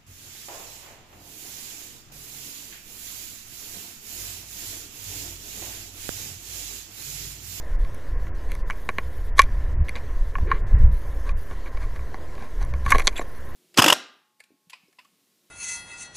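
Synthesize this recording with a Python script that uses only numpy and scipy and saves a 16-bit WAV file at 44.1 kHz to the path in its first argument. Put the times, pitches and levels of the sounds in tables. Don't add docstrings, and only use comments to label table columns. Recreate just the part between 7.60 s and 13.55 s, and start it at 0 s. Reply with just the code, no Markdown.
import sys
import numpy as np
from scipy import signal
from scipy.fft import rfft, irfft, next_fast_len
from scipy.io import wavfile
from scipy.ndimage import uniform_filter1d, map_coordinates

SR = 44100
rng = np.random.default_rng(int(sys.argv[2]) if len(sys.argv) > 2 else 0)


def file_out(sig):
    cols = np.atleast_2d(sig).T
    lim = np.clip(cols, -1, 1)
    pcm = np.round(lim * 32767).astype(np.int16)
    wavfile.write(sys.argv[1], SR, pcm)


N = 262395

# start in seconds, peak of the rim modes in dB, then
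# weight, hollowness, snap, hardness and tick in dB, and ringing time as a share of the free tray's.
TAPS = [(0.2475, -39, -9, -4, -5, -19, -14, 0.71), (0.345, -47, -7, -4, -13, -1, 7, 1),
        (0.6675, -38.5, -12, -6, -13, -19, -20, 1), (0.9174, -32, -10, -11, -9, -8, 1.5, 0.5),
        (0.951, -36, -18, -8, -7, -7, -3.5, 0.98), (1.0998, -23, -3, -0.5, -22, -15.5, -21, 0.29),
        (1.1065, -21.5, -25, -9, -20, -19, -17, 0.53), (1.1274, -44, 2, -17, -18, -14, -18, .8),
        (1.155, -47, -2, -4, -22, -19, -19, 0.9), (1.2898, -15.5, -7, -5.5, -13, -21.5, -16.5, 0.5),
        (1.2978, -33, 2, -7, -14, -18, -15, .7), (1.3838, -14, -9, -8, -14, -25.5, -22.5, 0.49),
        (1.7818, -29.5, -7, 6, 5, 2, -2.5, 1), (1.792, 3, -24, -0.5, -9.5, -18, -21.5, 0.98),
        (1.818, -17.5, -22, -14, -7, -3.5, -5, 0.76), (1.8284, -36, -26, -20, -14.5, -10.5, -15, 0.62),
        (2.2838, -28, -30, -24, -9, -19, -18.5, .9), (2.2923, -22.5, -24.5, -21.5, -11.5, -17.5, -7.5, .85),
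        (2.354, -28, -8, -14, -2.5, -23, -22, 1), (2.3604, -30.5, -9, -23, -4, -11, -16.5, 0.81),
        (2.7535, -25, -15, 3, -26, -35, -35, 0.76), (2.7831, -37, 6.5, 2.5, -17, -16, -15.5, 0.61),
        (2.915, -19.5, -18, 9.5, -12.5, -28, -30.5, 0.78), (2.9628, -55, -7.5, -11.5, -15, -23, -26, .9),
        (3.692, -29, -10, -4, -7, -20.5, -18, 1), (3.9105, -43, 8, 6, -4, -20, -18, 0.99),
        (4.059, -39, -1, -12, -20, -25, -25, 1), (4.171, -41.5, 6, 1, -5, -28, -27, .9),
        (4.2363, -48, -13, -5, -6, -15, -16, .85), (4.36, -42.5, -11, 2, -4, -18, -18, 0.76),
        (4.3916, -39, -4, -3, -26, -28, -26, 0.71), (4.543, -33.5, 6, -1, -6.5, -16, -22, 0.54),
        (4.7518, -47.5, -5, -5, 0, -4, -12, 0.74), (4.7779, -44.5, 11, 2, -10, -17, -19, 0.95),
        (4.8223, -41.5, 8.5, -5, -3, -16, -20, 0.81), (5.027, -40, -4, -1, -7, 1.5, -5, 0.66),
        (5.0483, -47, -4, 3, -9, -7, 2.5, .8), (5.1376, -31.5, -0.5, -4.5, -8.5, -14, -17, 0.73),
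        (5.2624, -25.5, -8, 5, -8, -22, -11, 1), (5.2785, -38, -7, 13, -2, -7, -8.5, 1),
        (5.3005, -44, -10, 2, -8, -6, -2, .8), (5.3059, -19, -21, -14, -12, -2, -2, 0.61),
        (5.3182, -22.5, -19, 11, -1, -10, 1, 0.49), (5.3214, -5, -19, -1.5, -22, -15.5, -21, 1),
        (5.3472, -21, 0.5, 8.5, -18, -25, -27, 1), (5.3561, -17.5, 3, -13, -14, -17, -18, 0.87),
        (5.383, -18, -4, -10, -4.5, -10, -8, 0.99), (5.3961, -18, -8, -11, -14, -19, -9, 0.62),
        (5.403, -16.5, -14, -14, -17, -27, -26, 0.82), (5.4068, -40, -11, -9, -7, 0, -2, 0.45),
        (5.4199, -32, -12, -8, -9, -11, -6, 0.65), (5.4435, -46, -8, -1, 4, -8, 0, 0.89),
        (5.4714, -14, -14, -6.5, 8.5, 3.5, -6, 0.56), (5.4764, -10.5, -10, -9.5, 5.5, 1, -11.5, 0.61),
        (5.5268, -38, -15, -10, -16, -13, -14, 0.83), (5.532, -47, -8, -8, -16, -12, -13, .8),
        (5.578, -43.5, -10, -4, 9, 9, 12.5, 1), (5.5936, -26, 7, -6.5, -8, -22, -17, 0.54),
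        (5.6054, -54, -2, -5, -3, -4, 8.5, .8), (5.6131, -34, 4, 3.5, -16, -22, -16.5, 0.69)]
# start in seconds, length in seconds,
# rms of the rim modes in dB, then weight, hollowness and hardness in dB.
SCRAPES = [(0.884, 0.068, -54, 0, -19, -11), (1.764, 0.059, -43.5, -14, -5, -4),
           (1.787, 0.02, -29, -21, -8, -17), (1.825, 0.022, -47.5, 1, -12, -12),
           (2.349, 0.042, -46.5, 1, -7, -21.5), (2.86, 0.13, -48, -10, 3, -23),
           (3.644, 0.085, -56.5, -2, 8, -9), (3.888, 0.058, -61, 12.5, 11, -8),
           (4.051, 0.038, -50.5, -3, -1.5, -23.5), (4.161, 0.024, -52, -10, -2, -20),
           (4.192, 0.07, -53.5, -11, 2.5, -15), (4.349, 0.027, -54, -9, -1, -15),
           (4.761, 0.13, -57.5, 9, 1, -15), (4.997, 0.05, -51.5, 5.5, 1, -11),
           (5.402, 0.031, -47, -1, -1, -10), (5.431, 0.075, -57.5, 11, 0, 4),
           (5.245, 0.033, -47, 5, -6, -10.5), (5.28, 0.025, -40, -20, -5, -10),
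           (5.3, 0.017, -35, -5, 1, -2), (5.326, 0.051, -37.5, 2.5, -8, -15.5),
           (5.387, 0.017, -43, -4, 7, -2), (5.551, 0.046, -42, -9, -14, -14),
           (5.601, 0.029, -53, 10, -4, -4)]
# frequency in Hz, level within its family in dB,
# time to decay by 60 dB in seconds.
TRAY_MODES = [(215, -11.5, 0.03), (376, -10.5, 0.03), (507, -4, 0.019), (610, -9, 0.033),
              (746, -4.5, 0.015), (1101.4, 0, 0.041), (1397, -13, 0.041), (1694, 1, 0.019),
              (1892, -1.5, 0.012), (1970, 0.5, 0.016), (2194, 2.5, 0.015), (2400, -3, 0.021),
              (2836, -14.5, 0.016), (3350, -12.5, 0.011), (3863, 1, 0.0062), (3920, -1.5, 0.0096),
              (4300, -8.5, 0.0052), (4760, -7, 0.0046), (5250, -3.5, 0.004), (5840, 0.5, 0.007),
              (6300, -3, 0.011), (6900, -1, 0.0057), (7270, -1.5, 0.0054), (7390, 1, 0.0049),
              (10340, 7.5, 0.0027), (11470, 2.5, 0.0032), (11100, 6.5, 0.002), (12600, -4.5, 0.0022)]
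FAMILY_EDGES_HZ = [850, 1300, 1950, 3000, 5000, 8000]
SWELL_MS = [0.44, 1.88, 0.18, 0.22, 0.36, 0.17, 0.029]
CHATTER_DB = [-46, -52, -38, -34, -29, -28, -28]
RATTLE_DB = [-29.5, -53, -29.5, -28.5, -37, -36.5, -32]
# constant in dB, share of the control (a ratio).
WALL_FOLLOWS_HOLLOWNESS = (0, 0.67)
CLICK_FOLLOWS_HARDNESS = (0.9, 0.93)
DRAG_SNAP_FOLLOWS_HARDNESS = (-1.2, 0.43)
DRAG_TICK_FOLLOWS_HARDNESS = (-0.77, 0.94)
# start in seconds, initial level in dB, frequency in Hz.
JOLTS = [(1.834, -13.5, 15.8), (5.339, -7, 19)]
# time in seconds,
# centre of the pitch in Hz, centre of the rms level in dB.
CALL = [(5.558, 6575, -65), (5.566, 7451, -48), (5.572, 7640, -43), (5.586, 7713, -46), (5.598, 7357, -40),
        (5.605, 6902, -63)]
SQUEAK = [(5.562, 3800, -41), (5.569, 3330, -32), (5.574, 3350, -43), (5.578, 2710, -45),
          (5.584, 2290, -28.5), (5.592, 2200, -55)]
# time in seconds, rms level in dB.
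MOAN = [(2.83, -77), (2.865, -36.5), (2.92, -41), (2.96, -45), (3.02, -53), (3.06, -70)]
# time in seconds, buffet level in dB, flutter in dB relative to the buffet.
WIND = [(0.0, -37.5, 0), (0.23, -22, -11), (0.46, -45.5, 6), (0.49, -23, -11.5), (1.03, -24, -15.5),
        (1.35, -40, 2.5), (1.74, -24.5, -11), (2.17, -22, -7.5), (2.22, -13, -6.5), (2.28, -30, -8),
        (2.77, -24, -11.5), (2.835, -17.5, -7), (2.872, -16, -16.5), (2.94, -14, -9), (2.98, -29, -6),
        (3.04, -18.5, -5), (3.1, -28.5, -2.5), (3.148, -11.5, -3), (3.194, -21, -1.5), (3.25, -10, -6),
        (3.32, -26.5, -1), (3.35, -20, -6.5), (3.42, -37, -3), (3.5, -19, -14), (3.58, -29, -10.5),
        (3.75, -15, -18), (3.84, -32, -7.5), (4.24, -23.5, -13.5), (4.57, -39.5, 0), (4.96, -34, -11),
        (5.01, -21.5, -9), (5.31, -28, 0.5), (5.36, -23, -3), (5.44, -23.5, -19), (5.59, -38.5, -7),
        (5.9, -41.5, 1)]
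# frequency in Hz, relative density in dB per Hz.
MOAN_BAND = [(220, -48.5), (320, -3), (380, -3), (450, -1.5), (520, -9), (700, -65)]
BUFFET = [(1.8, -32), (3.0, -4.5), (32, 8), (47, -5), (70, -10), (91, -36), (150, -120)]
FLUTTER = [(32, -77), (55, 4.5), (113, -11.5), (161, -20), (230, -31), (300, -40.5), (390, -49.5),
           (660, -120)]
TRAFFIC = [(59, -3), (100, -8), (141, -5), (167, -9.5), (287, -7), (544, -5.5), (858, -16.5), (1050, -6.5),
           (1140, -17.5), (1560, -16.5), (1700, -12), (1820, -13.5), (1960, -15.5), (2320, -24),
           (3000, -34.5), (3900, -62.5), (6600, -120)]
HISS = [(1470, -35), (2500, -8.5), (2780, -2), (3100, -1), (5540, -5), (6080, -3.5), (6610, -5.5),
        (7760, -8.5), (11600, -10.5), (13700, -9), (14400, -19.5), (15600, -20)]
SIZZLE = [(8500, -37), (9400, -10.5), (9900, 2), (10300, -11), (11000, -6), (11800, -20), (12400, -8),
          (12900, -1.5), (13600, -1.5), (14100, -7.5), (14800, -21.5)]
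# start in seconds, length in seconds, gain over its rest in dB.
SIZZLE_SPELLS = [(1.062, .63, 17), (3.268, 0.66, 18.5), (5.396, 0.73, 17.5)]
# frequency in Hz, level relative to the sound
# common to both channels in dB.
WIDTH_DB = [(60, -70.5), (200, -44.5), (600, -22.5), (2400, -20), (8000, -16.5), (15000, -2)]

CONTACT_MS = 0.37
SOFTER_PER_DB = 0.08
RATTLE_T60_S, ROCK_T60_S = 0.046, 0.33
SETTLE_S = 0.028
SOFT_HZ = 14200
LUMPS_DB, LUMPS_PER_S = 2.5, 10
TRAFFIC_DB = -44.5
HISS_DB, SIZZLE_DB = -60, -76.5
THINNING_AT_DB = -18
BURST_S, BURST_MID_S, CLICKS_PER_BURST = .04421, 1.4379, 11
BURST_SHARE, BUZZ_DEPTH = 0.72, 0.41
PAUSE_DB = -9
OFFSET = 0.042
TOP_HZ = 15730


def taps():
    out = np.zeros(N + SR)
    t = np.arange(SR // 16) / SR
    rattle = amp(np.transpose([RATTLE_DB]) - 60 * t / RATTLE_T60_S)
    for start, db, weight_db, hollow_db, snap_db, hard_db, tick_db, ringing in TAPS:
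        softness = np.exp(-SOFTER_PER_DB * db)
        contact_s = softness ** .5 * CONTACT_MS / 1000
        chatter = amp(np.transpose([CHATTER_DB])) * softness * np.exp(-(t / contact_s) ** 2)
        force = rng.standard_normal(len(t)) * (chatter + rattle)
        force[:, 0] += 1
        rows = signal.fftconvolve(families(ringing), force, axes=1)
        rows /= np.abs(rows).max(axis=1, keepdims=True)
        sound = amp(db + colour(weight_db, hollow_db, snap_db, hard_db, tick_db)) @ rows
        out[round(start * SR):][:len(sound)] += sound
    return out[:N]


def scrapes():
    out = np.zeros(N + SR)
    for start, length, db, weight_db, hollow_db, hard_db in SCRAPES:
        n = round(length * SR)
        unevenness = amp(6.5 * np.minimum(rng.exponential(size=n), 4))
        slips = rng.standard_normal(n) * unevenness * np.sqrt(np.hanning(n))
        rows = signal.fftconvolve(families(ringing=0.43), slips[None], axes=1)
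        rows /= np.sqrt(np.sum(rows ** 2, axis=1, keepdims=True) / n)
        snap_db = follow(DRAG_SNAP_FOLLOWS_HARDNESS, hard_db)
        tick_db = follow(DRAG_TICK_FOLLOWS_HARDNESS, hard_db)
        sound = amp(db + colour(weight_db, hollow_db, snap_db, hard_db, tick_db)) @ rows
        out[round(start * SR):][:len(sound)] += sound
    return out[:N]


def families(ringing):
    hz, db, t60 = np.transpose(TRAY_MODES)[:, :, None]
    family = np.searchsorted(FAMILY_EDGES_HZ, hz[:, 0])
    t = np.arange(SR // 20) / SR
    level_db = 1.5 * rng.standard_normal(hz.shape)
    shift = .006 * rng.standard_normal(hz.shape)
    swell = (1 - np.exp(-t / (np.array(SWELL_MS)[family, None] / 1000))) ** 2
    decay = amp(db + level_db - 60 * t / (t60 * ringing))
    choke = np.exp(-(t / SETTLE_S) ** 2)
    sign = (-1) ** np.arange(len(hz))[:, None]
    modes = sign * decay * swell * choke * np.sin(2 * np.pi * hz * (1 + shift) * t)
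    membership = family == np.arange(len(SWELL_MS))[:, None]
    return membership @ modes


def colour(weight_db, hollow_db, snap_db, hard_db, tick_db):
    wall_db = follow(WALL_FOLLOWS_HOLLOWNESS, hollow_db)
    click_db = follow(CLICK_FOLLOWS_HARDNESS, hard_db)
    return np.array([weight_db, hollow_db, wall_db, 0, snap_db, click_db, tick_db])


def follow(law, db):
    constant_db, share = law
    return constant_db + share * db


def jolts():
    start, db, hz = np.transpose(JOLTS)[:, :, None]
    t = np.maximum(np.arange(N) / SR - start, 0)
    return np.sum(amp(db - 60 * t / ROCK_T60_S) * np.sin(2 * np.pi * hz * t), axis=0)


def call():
    return glide(CALL, rough=.02) + glide(SQUEAK, rough=1.1)


def glide(rows, rough, shake=450):
    hz, db = curves(rows)
    t = np.arange(N) / SR
    first, last = rows[0][0], rows[-1][0]
    gate = np.clip(np.minimum(t - first, last - t) / 0.0034, 0, 1)
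    phase = 2 * np.pi * np.cumsum(hz * (1 + .08 * rough * wobble(shake))) / SR
    return np.sqrt(2) * amp(db + 3.2 * rough * wobble(shake)) * gate * np.sin(phase)


def moan():
    return amp(curves(MOAN)[0]) * rush(MOAN_BAND, patchy_db=0.0)


def wind():
    buffet_db, flutter_db = curves(WIND)
    flutter = unit(amp(2.0 * wobble(15)) * rush(FLUTTER, patchy_db=1.8))
    buffet = unit(amp(LUMPS_DB * wobble(LUMPS_PER_S)) * rush(BUFFET, patchy_db=0.5))
    return amp(buffet_db) * (buffet + amp(flutter_db) * flutter)


def traffic():
    return amp(TRAFFIC_DB + 1.3 * wobble(5.99)) * rush(TRAFFIC, patchy_db=1.0)


def hiss():
    return amp(HISS_DB) * rush(HISS, patchy_db=2.3)


def sizzle():
    t = np.arange(N) / SR
    spells_db = np.zeros(N)
    for start, length, db in SIZZLE_SPELLS:
        spells_db += db * np.clip(np.minimum(t - start, start + length - t) / 0.019, 0, 1)
    return amp(SIZZLE_DB + spells_db + 1.7 * wobble(30)) * click_bursts() * rush(SIZZLE, patchy_db=2.0)


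def click_bursts():
    cycle = (np.arange(N) / SR - BURST_MID_S) / BURST_S
    from_centre = np.abs((cycle + .5) % 1 - .5)
    inside = np.clip((BURST_SHARE / 2 - from_centre) / .04, 0, 1)
    buzz = 1 + BUZZ_DEPTH * np.cos(2 * np.pi * (CLICKS_PER_BURST * cycle + .25))
    return amp(PAUSE_DB * (1.5 - inside)) * buzz


def treble_gain():
    wandering_db = curves(WIND)[0] + 5.7 * wobble(22)
    return amp(-26 / (1 + amp(-9 * (wandering_db - THINNING_AT_DB))))


def background():
    return traffic() + treble_gain() * (hiss() + sizzle())


def rush(spectrum, patchy_db):
    z = signal.stft(rng.standard_normal(N), nperseg=512)[2]
    field = uniform_filter1d(rng.standard_normal(z.shape), size=6, axis=0)
    field = uniform_filter1d(field, size=8, axis=1)
    patchy = signal.istft(z * amp(patchy_db * unit(field)), nperseg=512)[1][:N]
    return unit(filtered(patchy, lambda hz: amp(along(spectrum, hz))))


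def filtered(x, response):
    m = next_fast_len(N + 8192)
    return irfft(rfft(x, m) * response(np.fft.rfftfreq(m, 1 / SR)), m)[..., :N]


def wobble(rate):
    knots = rng.standard_normal(int(N * rate / SR) + 4)
    return map_coordinates(knots, [np.arange(N) * rate / SR])


def curves(rows):
    s, *cols = np.transpose(rows)
    return [np.interp(np.arange(N) / SR, s, c) for c in cols]


def along(points, hz):
    f, v = np.transpose(points)
    return np.interp(np.log(hz + 1), np.log(f + 1), v)


def amp(db):
    return 10 ** (np.asarray(db) / 20)


def unit(x):
    return x / np.sqrt(np.mean(x ** 2) + 1e-20)


def scene():
    tray = filtered(taps() + scrapes(), lambda hz: 1 / np.sqrt(1 + (hz / SOFT_HZ) ** 12))
    mono = tray + jolts() + call() + moan() + wind() + background()
    return np.array([mono, mono])


def record(dry):
    clipped = dry / (1 + np.abs(dry / .95) ** 8) ** (1 / 8)
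    hz, _, z = signal.stft(clipped[0], SR, nperseg=512)
    loud_frame = np.linalg.norm(z, axis=0) > amp(-25)
    loud_band = uniform_filter1d(np.abs(z), size=8, axis=0) > amp(-72)
    turns = np.exp(2j * np.pi * rng.random(z.shape))
    width_z = z * (loud_frame & loud_band) * turns * amp(along(WIDTH_DB, hz))[:, None]
    width = signal.istft(width_z, SR, nperseg=512)[1][:N]
    return OFFSET + filtered(clipped + width * [[1], [-1]], lambda hz: hz < TOP_HZ)


dry = scene()
out = record(dry)
file_out(out)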